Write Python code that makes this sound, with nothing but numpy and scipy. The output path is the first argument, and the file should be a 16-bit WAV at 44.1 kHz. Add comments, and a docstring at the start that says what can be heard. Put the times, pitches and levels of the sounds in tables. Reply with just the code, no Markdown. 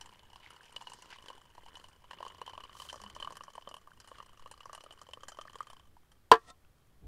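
"""Hot water dribbles from a camping pot into a metal mug, close by, outdoors.
The thin stream breaks into drops that splash, trap bubbles and ring the air in the mug; the pitch
rises as it fills. Now and then water sizzles on the hot pot wall. As the pot is righted it knocks
against the mug, scrapes off it and ticks once. Low handling bumps and faint open air lie underneath."""
import sys
import numpy as np
from scipy import signal
from scipy.fft import rfft, irfft
from scipy.io import wavfile

SR = 44100
rng = np.random.default_rng(int(sys.argv[2]) if len(sys.argv) > 2 else 0)


def wav_record(signal):
    """Record a signal, one row per channel, as 16-bit PCM in the file named by sys.argv[1]."""
    frames = np.transpose(np.atleast_2d(signal))
    bounded = np.clip(frames, -1, 1)
    # unit amplitude maps onto the largest positive 16-bit level
    quanta = np.round(bounded * 32767).astype(np.int16)
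    wavfile.write(sys.argv[1], SR, quanta)


N = 311787
TIME_S = np.arange(N) / SR

# Table levels are relative; the functions apply their own gains.
# outdoor air spectrum: (frequency [Hz], density [dB])
AIR_SPECTRUM = [(8, -3.5), (16, -14.5), (30, -19), (60, -17.5), (110, -21), (200, -29), (500, -35),
                (1300, -40), (2500, -45), (7000, -50.5), (13000, -50), (15500, -53.5)]
# stream strength as the pot tips: (time [s], patter [dB], spray [dB])
STREAM_LEVELS = [(0, -60.5, -64), (0.22, -65, -76.5), (0.45, -65, -71), (0.88, -62, -71),
                 (1.28, -60, -69.5), (1.48, -68, -75.5), (1.78, -58.5, -66.5), (2.0, -70.5, -80),
                 (2.2, -58.5, -74), (2.65, -60.5, -74.5), (3.27, -60.5, -68), (3.6, -65, -73),
                 (3.92, -74.5, -80), (4.15, -59.5, -66.5), (4.3, -67.5, -77), (4.7, -65, -72),
                 (5.1, -68.5, -77.5), (5.55, -64, -71.5)]
# end of the stream: (start [s], end [s], fall [dB])
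STREAM_END = (5.73, 5.893, 16)
# air resonances of the filling mug: (time [s], depth mode [Hz], cross mode [Hz])
AIR_MODES = [(0, 967, 2926), (1.5, 986, 2956), (3, 1070, 3030), (4.5, 1124, 2930), (6, 1164, 3155)]
# splash inside the mug: (frequency [Hz], gain [dB])
SPLASH_SPECTRUM = [(200, -36.5), (900, 17.5), (1350, 6), (1750, 13), (2200, -0.5), (2800, -1),
                   (3400, -28.5), (3900, -1), (4900, 5.5), (7200, -1), (9000, 0.5), (11500, -4),
                   (15500, -29)]
# higher air resonances: (frequency [Hz], width [Hz], gain over the splash [dB])
AIR_OVERTONES = [(1566, 50, 1.5), (1888, 88, -2.5), (3150, 42, 33), (4120, 57, 7), (4780, 9.7, 3),
                 (5870, 41, 6), (6560, 51, 0), (7130, 380, 2.5), (7340, 33, 4.5), (8200, 80, -4.5),
                 (8700, 150, 2.5)]
# big drops: (time [s], plop pitch [Hz], plop [dB], gulp [dB], cross ring [dB], splash [dB],
# splash peak [Hz])
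BIG_DROPS = [(0.011, 954, -53.5, -85, -50.5, -54, 5500), (0.059, 930, -58.5, -77, -61, -62, 7600),
             (0.331, 910, -59, -83, -59.5, -66, 3860), (0.358, 1060, -55.5, -76, -58, -64, 4500),
             (0.504, 1320, -57, -73, -59, -60, 10700), (0.762, 1230, -58, -57, -40.5, -53.5, 3930),
             (0.811, 950, -50.5, -67, -57, -61, 3920), (0.821, 930, -54.5, -69, -60, -62, 7040),
             (0.87, 950, -47.5, -63, -46.5, -59.5, 3900), (0.898, 960, -65, -63, -61, -58, 7700),
             (0.918, 984, -50, -79, -56, -65, 3900), (0.934, 940, -64, -66, -59, -54.5, 7750),
             (1.022, 970, -61, -72, -59, -59, 7360), (1.103, 1110, -74, -75, -57, -60.5, 3900),
             (1.283, 980, -58, -60, -49.5, -57, 3900), (1.301, 1010, -46, -54.5, -57, -62, 3900),
             (1.579, 940, -51, -58, -71, -71, 3900), (1.754, 950, -61, -81, -50, -62, 4000),
             (1.841, 1050, -58.5, -64, -54.5, -63, 3930), (1.885, 1080, -64, -77, -70, -64.5, 8800),
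             (2.109, 1035, -48, -60, -52, -60, 3930), (2.132, 966, -51, -59, -56, -64, 3900),
             (2.204, 948, -47.5, -47.5, -59, -68, 4600), (2.227, 1034, -41.5, -57.5, -54.5, -63, 3900),
             (2.25, 980, -48, -57, -54, -62.5, 3900), (2.264, 1070, -45, -57, -61, -65, 4500),
             (2.28, 1060, -60, -72, -54, -61, 6650), (2.415, 1030, -40.5, -49, -51.5, -60, 3900),
             (2.463, 960, -61, -70, -52, -59, 3890), (2.477, 990, -44.5, -58, -51.5, -65, 3900),
             (2.495, 990, -52, -70, -54, -61, 4570), (2.533, 950, -49.5, -58, -54.5, -65, 3900),
             (2.577, 1060, -44.5, -53.5, -54, -67, 3900), (2.604, 1120, -50.5, -66, -55, -62.5, 3900),
             (2.636, 1080, -51.5, -61, -51.5, -61, 3900), (2.751, 1093, -52, -81, -68, -73, 4400),
             (2.799, 1120, -48.5, -59, -49.5, -57, 3900), (2.819, 1030, -51.5, -72, -51, -56, 4400),
             (2.887, 1280, -59, -71, -47.5, -60, 3900), (2.897, 940, -70, -68, -45.5, -53, 3800),
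             (2.928, 975, -49.5, -51, -58, -54, 6200), (2.941, 1130, -48, -55, -66, -64, 6000),
             (2.958, 1100, -56, -54.5, -67, -59, 5200), (3.016, 1100, -64, -77, -64, -56.5, 5950),
             (3.037, 980, -50, -60, -59, -58.5, 4480), (3.062, 1060, -51, -71, -51.5, -75, 3900),
             (3.099, 1070, -56, -67, -56, -59.5, 4500), (3.15, 1210, -69, -67, -55.5, -59.5, 5700),
             (3.163, 1037, -46, -53, -59, -62, 3900), (3.2, 1040, -51, -56, -47, -57.5, 3860),
             (3.225, 1130, -46, -52.5, -40, -58, 3870), (3.246, 1083, -43.5, -69, -48.5, -58, 3900),
             (3.273, 1130, -38.5, -55.5, -56.5, -68, 3900), (3.305, 1010, -48, -56, -72, -63, 4800),
             (3.323, 1070, -51, -58, -63, -59, 6150), (3.369, 1120, -50.5, -64, -56.5, -53.5, 11500),
             (3.407, 1140, -45.5, -58, -56.5, -71, 3900), (3.436, 1110, -57, -68, -80, -57.5, 5900),
             (3.48, 1075, -49, -58, -62, -85, 3900), (3.552, 1090, -51.5, -60, -58, -62.5, 8800),
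             (3.579, 960, -44, -49, -62, -71, 3875), (3.673, 1130, -47.5, -48, -51.5, -83, 3900),
             (3.69, 1120, -58, -66, -64, -58.5, 4930), (3.712, 1150, -53.5, -55, -54.5, -68, 8900),
             (3.741, 1070, -50, -56, -51, -56.5, 11400), (3.766, 1080, -54, -66, -58, -63, 9400),
             (3.873, 1133, -52.5, -68, -77, -71, 11200), (4.001, 1100, -78, -74, -63, -57, 5470),
             (4.115, 1100, -50.5, -55.5, -65, -77, 8800), (4.201, 1154, -46, -61, -60, -73, 3900),
             (4.459, 1080, -48.5, -57, -60.5, -70, 3870), (4.513, 990, -63, -60, -59, -54, 8600),
             (4.605, 1140, -54.5, -66, -54.5, -66, 3900), (4.656, 1064, -46.5, -58, -76, -62.5, 5910),
             (4.695, 1160, -49, -56, -71, -73, 5700), (4.73, 1110, -50, -58, -57, -55, 5800),
             (4.749, 1140, -62, -58, -53.5, -52.5, 8900), (4.777, 1170, -52.5, -59, -60, -69, 6700),
             (4.806, 1140, -62, -64, -57, -63.5, 5400), (4.838, 950, -63, -54, -59.5, -61, 9400),
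             (4.862, 1230, -53.5, -56.5, -64, -79, 3900), (4.907, 1180, -59, -57, -53, -66, 3900),
             (4.924, 1280, -76, -71, -58.5, -63, 8630), (5.015, 1156, -52, -61, -64, -59, 6700),
             (5.088, 980, -55.5, -55, -62, -69, 7100), (5.134, 1050, -57, -57, -44.5, -55.5, 3800),
             (5.172, 1100, -53, -56.5, -76, -80, 3900), (5.233, 1180, -49, -56, -56.5, -60.5, 6200),
             (5.283, 1150, -59, -55.5, -55, -49.5, 6950), (5.319, 1240, -53, -58, -58, -62, 5780),
             (5.387, 1175, -44.5, -48, -55.5, -70, 3900), (5.412, 1180, -50, -66, -53, -59, 6000),
             (5.452, 1200, -53, -58, -78, -75, 3900), (5.555, 1070, -49, -55.5, -57, -61.5, 7220),
             (5.605, 1175, -36, -60, -60.5, -65, 8700), (5.7, 1120, -54.5, -60, -57.5, -60, 10000),
             (5.967, 914, -60, -79, -88, -78, 11500), (6.117, 1250, -70, -97, -67.5, -67.5, 10800)]
# bead level slopes as the water deepens: (plop [dB/s], gulp [dB/s], cross ring [dB/s], splash [dB/s])
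BEAD_SLOPES = (1, 1, 0.56, 1)
# water on the hot wall: (peak time [s], rise [s], fall [s], level [dB], centre [Hz], width [oct])
SIZZLE_SWELLS = [(.435, 0.017, 0.071, -62, 2170, 0.72), (.685, 0.051, 0.016, -66, 2680, 0.26),
                 (.95, 0.13, 0.11, -69, 4740, 0.46), (1.125, 0.016, 0.024, -54, 1940, 0.9),
                 (2.82, 0.051, 0.059, -58.5, 4900, 0.9), (2.98, 0.039, 0.036, -72, 5900, 0.6)]
# larger trapped bubbles: (time [s], level [dB], pitch [Hz])
LARGE_BUBBLES = [(0.4625, -39, 2040), (0.608, -43, 1580), (0.8706, -44, 1570), (1.126, -39.5, 1530),
                 (2.1118, -37.5, 1680), (2.132, -44, 1710), (2.9304, -59, 1790), (3.2233, -41, 1600),
                 (3.917, -44, 1460), (5.235, -44, 1600), (5.4807, -39.5, 1700)]
# handling bumps: (peak time [s], rise [s], fall [s], level [dB], centre [Hz], width [oct])
BUMP_SWELLS = [(2.25, 0.16, .2, -84, 160, 2.2), (2.85, 0.37, .1, -65.5, 69, 0.7),
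               (3.07, 0.033, 0.026, -58, 197.3, 0.044), (3.09, 0.047, 0.076, -61, 66.3, 0.16),
               (3.26, 0.17, 0.12, -65, 90, 1.8), (7.045, 0.016, 0.029, -57.5, 167, 1.1),
               (7.058, 0.015, .04, -43, 64, 0.15)]
# pot against mug: (time [s], level [dB], contact time [s])
IMPACTS = [(6.3158, -5.5, 0.0011), (6.3374, -27.5, 0.00027), (6.3545, -38.5, .0003),
           (6.3685, -51.5, 0.00029)]
# modes of pot and mug: (frequency [Hz], level [dB], t60 [s])
METAL_MODES = [(376, -19, 0.094), (449.4, -4.5, 0.14), (684.6, -22, 0.09), (714, -14.5, 0.17),
               (878, -20, .09), (918.6, -10.5, 0.094), (970, 2, 0.025), (1014, 6, 0.055), (1093, -20, .18),
               (1150, -17.5, 0.23), (1346, -22, 0.15), (1624, -20.5, 0.15), (1680, -21, .1),
               (1774, -28, .11), (1780, -23.5, 0.15), (1940, -38, 0.1), (2263, -24, 0.064),
               (2510, -30.5, 0.12), (2812, -22, .055), (2960, -25.5, 0.087), (3520, -29.5, .08),
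               (3930, -33, 0.094), (4580, -19, .065), (4430, -28, .06), (4750, -31.5, 0.083),
               (5740, -32.5, 0.052), (6800, -43, .06), (8340, -36, 0.043), (9050, -42, 0.052),
               (11260, -39.5, 0.036)]
# dense clank under the modes: (frequency [Hz], density [dB], t60 [s])
CLANK_SPECTRUM = [(40, -7, 0.049), (160, -11, 0.019), (277, -2.5, 0.066), (347, 4, 0.1), (556, -2.5, 0.032),
                  (835, 8, 0.061), (1266, 0.5, 0.07), (1830, -2, 0.089), (2230, -21, 0.11),
                  (3220, -0.5, 0.027), (4600, -11.5, 0.04), (5200, -14, 0.045), (10500, -23, 0.03),
                  (15640, -36.5, 0.05)]
# rims sliding apart: (time [s], pressure [dB])
RIM_PRESSURE = [(6.38, -67), (6.42, -69), (6.465, -65), (6.482, -54.5), (6.499, -56), (6.502, -46),
                (6.509, -57), (6.525, -80)]
# modes of the rubbed rim: (frequency [Hz], level [dB], t60 [s])
RIM_MODES = [(737, -10.5, 0.11), (1055, -5, 0.11), (1324, -2, 0.074), (1873, -2, 0.042), (3630, -14, 0.055),
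             (4409, -30, 0.18), (5749, -37, 0.081), (6400, -30, 0.16)]
# last contact: (time [s], level [dB])
LIFT_TICK = [(6.649, -58.5)]
# modes of that contact: (frequency [Hz], level [dB], t60 [s])
TICK_MODES = [(1420, -2, 0.017), (2640, -0.18, 0.0096)]


def amp(db):
    """Decibels to gain."""
    return 10 ** (np.asarray(db) / 20)


def unit(x):
    """Scale to rms 1."""
    return x / np.sqrt(np.mean(x ** 2) + 1e-30)


def at_level(x, db, span_s=.01):
    """Scale a short sound to the energy of span_s at rms level db."""
    return x * amp(db) * np.sqrt(span_s * SR / np.sum(x ** 2))


def lookup(points, hz):
    """Interpolate on a log-frequency axis."""
    point_hz, value = np.transpose(points)[:2]
    return np.interp(np.log(hz + 1), np.log(point_hz + 1), value)


def add(mix, s, sound):
    """Mix a sound in at time s."""
    part = mix[max(round(s * SR), 0):][:len(sound)]
    part += sound[:len(part)]


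def colour(x, points, size=4096):
    """Minimum-phase filter from (frequency [Hz], gain [dB]) points; attacks stay sharp."""
    log_gain = np.log(amp(lookup(points, abs(np.fft.fftfreq(size, 1 / SR)))))
    taps = np.fft.ifft(np.exp(np.conj(signal.hilbert(log_gain)))).real
    return signal.fftconvolve(x, taps[:size // 2])[:len(x)]


def resonate(x, hz, width_hz):
    """Unity-gain resonance, steady or gliding."""
    carrier = np.exp(2j * np.pi * np.cumsum(hz * np.ones(len(x))) / SR)
    pole = np.exp(-np.pi * width_hz / SR)
    return 2 * (carrier * signal.lfilter([1 - pole], [1, -pole], x / carrier + 1e-18)).real


def ring(modes, t):
    """Decaying modes, starting in phase."""
    return sum(amp(db - 60 * t / t60_s) * np.sin(2 * np.pi * hz * t) for hz, db, t60_s in modes)


def clicks(per_s, spread_db):
    """Random impulses of uneven size."""
    size = amp(spread_db * np.minimum(rng.exponential(1, N), 4)) * rng.choice([-1, 1], N)
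    return unit(size * (rng.random(N) < per_s / SR))


def burst(t, rise_s, decay_s, tail_db, tail_s=0.0049):
    """Splash envelope: quick rise, quick fall, weaker tail."""
    return (1 - np.exp(-(t / rise_s) ** 2)) * (np.exp(-t / decay_s) + amp(tail_db) * np.exp(-t / tail_s))


def swells(rows, source):
    """Gaussian swells of a source, each in its own band."""
    octave = np.log2(np.fft.rfftfreq(N, 1 / SR) + 1)
    spectrum, out = rfft(source), np.zeros(N)
    for s, rise_s, fall_s, db, hz, width_oct in rows:
        band = unit(irfft(spectrum * np.exp(-.5 * ((octave - np.log2(hz)) / width_oct) ** 2), N))
        envelope = np.exp(-.5 * ((TIME_S - s) / np.where(TIME_S < s, rise_s, fall_s)) ** 2)
        out += amp(db) * band * envelope
    return out


def outdoor_air(level_db=-63, drift_db=2):
    """Faint even hiss over the rumble of slowly moving air."""
    hz = np.fft.rfftfreq(N, 1 / SR)
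    spectrum = rfft(rng.standard_normal(N)) * amp(lookup(AIR_SPECTRUM, hz))
    drift = unit(irfft(rfft(rng.standard_normal(N)) * np.exp(-hz / 3), N))
    steady = irfft(spectrum, N)
    rumble = irfft(spectrum / (1 + (hz / 150) ** 2), N)
    return amp(level_db) * (steady + rumble * (amp(drift_db * drift) - 1)) / np.std(steady)


def flow_db(s):
    """Patter and spray levels at times s; both fall as the stream ends."""
    when_s, patter_db, spray_db = np.transpose(STREAM_LEVELS)
    fall_db = np.interp(s, STREAM_END[:2], [0, STREAM_END[2]])
    return np.interp(s, when_s, patter_db) - fall_db, np.interp(s, when_s, spray_db) - fall_db


def mug_modes_hz(s):
    """Depth and cross resonances of the air in the mug at times s."""
    when_s, depth_hz, cross_hz = np.transpose(AIR_MODES)
    return np.interp(s, when_s, depth_hz), np.interp(s, when_s, cross_hz)


def in_mug(x):
    """The mug's hollow colours spray and adds its overtones."""
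    hollow = colour(signal.unit_impulse(4096), SPLASH_SPECTRUM)
    overtones = sum(amp(db) * resonate(hollow, hz, width_hz) for hz, width_hz, db in AIR_OVERTONES)
    return signal.oaconvolve(x, hollow + overtones)[:N]


def droplets(per_s, spread_db, decay_s):
    """Crowd of tiny splashes, each a decaying puff of noise."""
    power = signal.lfilter([1], [1, -np.exp(-2 / (decay_s * SR))], clicks(per_s, spread_db) ** 2)
    return unit(np.sqrt(power) * rng.standard_normal(N))


def bubble(hz, cycles, glide):
    """One bubble: a tone that swells, rises slightly and dies within a few cycles."""
    age = np.arange(round(.02 * SR)) / SR * hz / cycles
    envelope = 2 * age * np.exp(1 - 2 * age)
    pitch_hz = hz * (1 + glide * np.tanh(age - .5))
    return envelope * np.sin(2 * np.pi * np.cumsum(pitch_hz) / SR)


def tiny_bubbles(per_s=170, spread_db=2, sizes=24):
    """Trapped bubbles of many sizes ring at random times."""
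    out = np.zeros(N)
    for hz in np.geomspace(1300, 6000, sizes):
        tone = bubble(hz, cycles=2.8, glide=0.036) / np.sqrt(hz)
        for position, weakness in rng.random((round(per_s * N / SR / sizes), 2)):
            add(out, position * N / SR, amp(-spread_db * np.log(weakness + .05)) * tone)
    return unit(out)


def trickle(gain_db=-3.5):
    """The finest droplets patter, bubble and spray in the mug."""
    patter_db, spray_db = flow_db(TIME_S)
    depth_hz, cross_hz = mug_modes_hz(TIME_S)
    taps = droplets(per_s=590, spread_db=4, decay_s=0.00047)
    depth = unit(resonate(taps, depth_hz, width_hz=102))
    cross = amp(-3) * unit(resonate(taps, cross_hz, width_hz=150))
    gulp = amp(-8) * unit(resonate(taps, 410, width_hz=180))
    thud = amp(-12) * unit(resonate(taps, 270, width_hz=440))
    wash = amp(-6) * unit(resonate(taps, 910, width_hz=2800))
    patter = unit(colour(depth + cross + gulp + thud + wash, [(3400, 1.5), (5000, -20), (12000, -21)]))
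    patter += amp(-6) * tiny_bubbles()
    mist = unit(in_mug(droplets(per_s=180, spread_db=1.5, decay_s=0.0038)))
    return amp(gain_db) * (amp(patter_db) * patter + amp(spray_db) * mist)


def crackle(gain_db=-6):
    """Pinhead droplets tick on the metal wall, louder when the spray is strong."""
    _, spray_db = flow_db(TIME_S)
    hits = unit(in_mug(droplets(per_s=45, spread_db=4, decay_s=0.00026)))
    return amp(spray_db + gain_db) * hits


def drops(rows, chirp=0.067, roughness=0.24):
    """Each drop slaps the surface and opens a crater that pumps the air in the mug."""
    t = np.arange(round(.05 * SR)) / SR
    tones, spray = np.zeros((2, N))
    for s, hz, plop_db, gulp_db, cross_db, splash_db, bright_hz in rows:
        grit, froth, fizz = rng.standard_normal((3, len(t)))
        phase, detune, length, depth, girth, trapped = rng.uniform(-1, 1, 6)
        depth_hz, cross_hz = mug_modes_hz(s)
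        # crater pulse rises in pitch as it closes; the air column rings on
        turns = np.cumsum(hz * (1 + chirp * np.tanh(t / 0.0032 - 1))) / SR
        pulse = np.sin(2 * np.pi * turns + np.pi * phase) + roughness * grit
        pulse *= burst(t, rise_s=0.0024, decay_s=0.0011, tail_db=-25)
        plop = resonate(pulse, hz, width_hz=620) + .5 * resonate(pulse, depth_hz, width_hz=550)
        add(tones, s, at_level(plop, plop_db))
        # closing crater traps a bubble
        blip = bubble(1650 * 1.124 ** trapped, cycles=4, glide=0.089)
        add(tones, s, amp(plop_db - 9 + 3.6 * length) * blip)
        # displaced water
        gulp = np.sin(2 * np.pi * 560 * (1 + 0.19 * girth) * t + np.pi * phase)
        gulp *= burst(t, rise_s=0.0034, decay_s=0.0013, tail_db=-21.5)
        add(tones, s, at_level(gulp, gulp_db - 1))
        thud = resonate(grit * np.exp(-t / 0.0025), 300 * 2.75 ** depth, width_hz=150)
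        add(tones, s, at_level(thud, gulp_db - 10))
        # slap rings the cross mode, detuned by the landing spot
        slap = froth * burst(t, rise_s=0.0009, decay_s=0.0022, tail_db=-44)
        cross = resonate(slap, cross_hz * (1 + 0.028 * detune), width_hz=84)
        cross = resonate(cross, cross_hz, width_hz=1400)
        add(tones, s, at_level(cross, cross_db))
        # splash snaps at impact, then fizzes
        snap = amp(-3) * np.exp(-t / 0.00029)
        fizz *= snap + burst(t, rise_s=0.0001, decay_s=0.0052 * 2.0 ** length, tail_db=-5)
        splash = fizz + amp(7) * resonate(fizz, bright_hz, width_hz=0.19 * bright_hz)
        add(spray, s, at_level(splash, splash_db - 2))
    return tones + in_mug(spray)


def satellites(delay_s=(0.0047, 0.011), pitch_scatter=0.156, gain_db=-12.5, cap_db=-60):
    """A weaker droplet lands just behind each big drop."""
    rows = np.array(BIG_DROPS, float)
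    lag, detune = rng.random((len(rows), 2)).T
    rows[:, 0] += np.interp(lag, [0, 1], delay_s)
    rows[:, 1] *= 1 + pitch_scatter * (2 * detune - 1)
    rows[:, 2:6] = np.minimum(rows[:, 2:6] + gain_db, cap_db)
    return drops(rows)


def beads(per_s=30, jitter=.3, pitch_scatter=0.078, bright_oct=0.46, scatter_db=3, clear_s=.014):
    """Between big drops the stream beads into small, loosely regular ones that follow its strength."""
    end_s = STREAM_END[1]
    chance = np.clip(rng.standard_normal((300, 7)), -2, 2)
    s = (np.arange(len(chance)) + jitter * chance[:, 0]) / per_s
    depth_hz, _ = mug_modes_hz(s)
    plop_hz = depth_hz * (1 + pitch_scatter * chance[:, 1])
    bright_hz = 5500 * 2 ** (bright_oct * chance[:, 2])
    patter_db, spray_db = flow_db(s)
    # plop, gulp, cross ring, splash
    levels_db = np.transpose([patter_db + 2.5, patter_db - 7, patter_db - 1, spray_db + 3])
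    levels_db += scatter_db * chance[:, 3:] + np.outer(s - end_s / 2, BEAD_SLOPES)
    gap_s = abs(s[:, None] - np.transpose(BIG_DROPS)[0]).min(1)
    rows = np.column_stack([s, plop_hz, levels_db, bright_hz])
    return drops(rows[(gap_s > clear_s) & (s < end_s)])


def sizzle():
    """Water spits on the hot pot wall in short swells."""
    return swells(SIZZLE_SWELLS, droplets(per_s=1400, spread_db=1, decay_s=0.0003))


def large_bubbles(gain_db=-3):
    """Single bubbles, pinched off by drops, ring above the plops."""
    out = np.zeros(N)
    for s, db, hz in LARGE_BUBBLES:
        add(out, s, amp(db + gain_db) * bubble(hz, cycles=2.8, glide=0.063))
    return out


def handling():
    """Soft low bumps from handling the cookware."""
    return swells(BUMP_SWELLS, rng.standard_normal(N))


def knock(modes_db=-2, clank_db=-10, rebound_db=6, grip_s=0.065, lead_s=.0008):
    """Thin metal clanks and rebounds three times; the hands damp the ring."""
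    t, out = np.arange(round(.25 * SR)) / SR, np.zeros(N)
    damping = np.exp(-(t / grip_s) ** 4)
    decays = [(hz, t60_s) for hz, _, t60_s in CLANK_SPECTRUM]
    for k, (s, db, contact_s) in enumerate(IMPACTS):
        hz, frame_s, noise = signal.stft(rng.standard_normal(len(t)), SR, nperseg=256)
        fade = amp(-60 * frame_s / lookup(decays, hz)[:, None])
        dying = signal.istft(noise * fade, SR, nperseg=256)[1][:len(t)]
        clank = colour(dying * (1 - np.exp(-t / 0.00065)), CLANK_SPECTRUM)
        # light rebounds rattle more than they ring
        add(out, s - lead_s, at_level(clank * damping, db + clank_db + rebound_db * (k > 0)))
        envelope = (1 - np.exp(-t / contact_s)) * (.9 * damping + 0.15)
        add(out, s, amp(db + modes_db) * ring(METAL_MODES, t) * envelope)
    return out


def scrape(ring_db=-1, hiss_db=-5):
    """Tiny slips between the rims ring the metal and hiss."""
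    s, pressure_db = np.transpose(RIM_PRESSURE)
    pressure = amp(np.interp(TIME_S, s, pressure_db, left=-150, right=-150))
    slips = clicks(per_s=7000, spread_db=1.0) * pressure
    rim = ring(RIM_MODES, np.arange(SR // 4) / SR)
    ringing = signal.fftconvolve(slips, rim / np.linalg.norm(rim))[:N]
    hiss = colour(slips, [(300, -4), (1200, -18), (2400, 3), (3500, 7), (9000, -1.0), (15000, -34)])
    return amp(ring_db) * ringing + amp(hiss_db) * hiss


def tick():
    """Faint metal contact as the pot lifts away."""
    out = np.zeros(N)
    for s, db in LIFT_TICK:
        add(out, s, amp(db) * ring(TICK_MODES, np.arange(SR // 20) / SR))
    return out


def scene():
    """Water, cookware and open air, mono."""
    hot_wall = sizzle()
    cookware = knock() + scrape() + tick() + handling()
    air = outdoor_air()
    water = trickle() + crackle() + large_bubbles() + drops(BIG_DROPS) + satellites() + beads()
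    return (water + hot_wall + cookware + air)[None]


def record(dry, cutoff_hz=15750):
    """Clip at full scale, then low-pass."""
    lowpass = signal.firwin(511, cutoff_hz, window=("kaiser", 9), fs=SR)
    return signal.oaconvolve(np.clip(dry, -1, 1), lowpass[None], "same")


dry = scene()
out = record(dry)
wav_record(out)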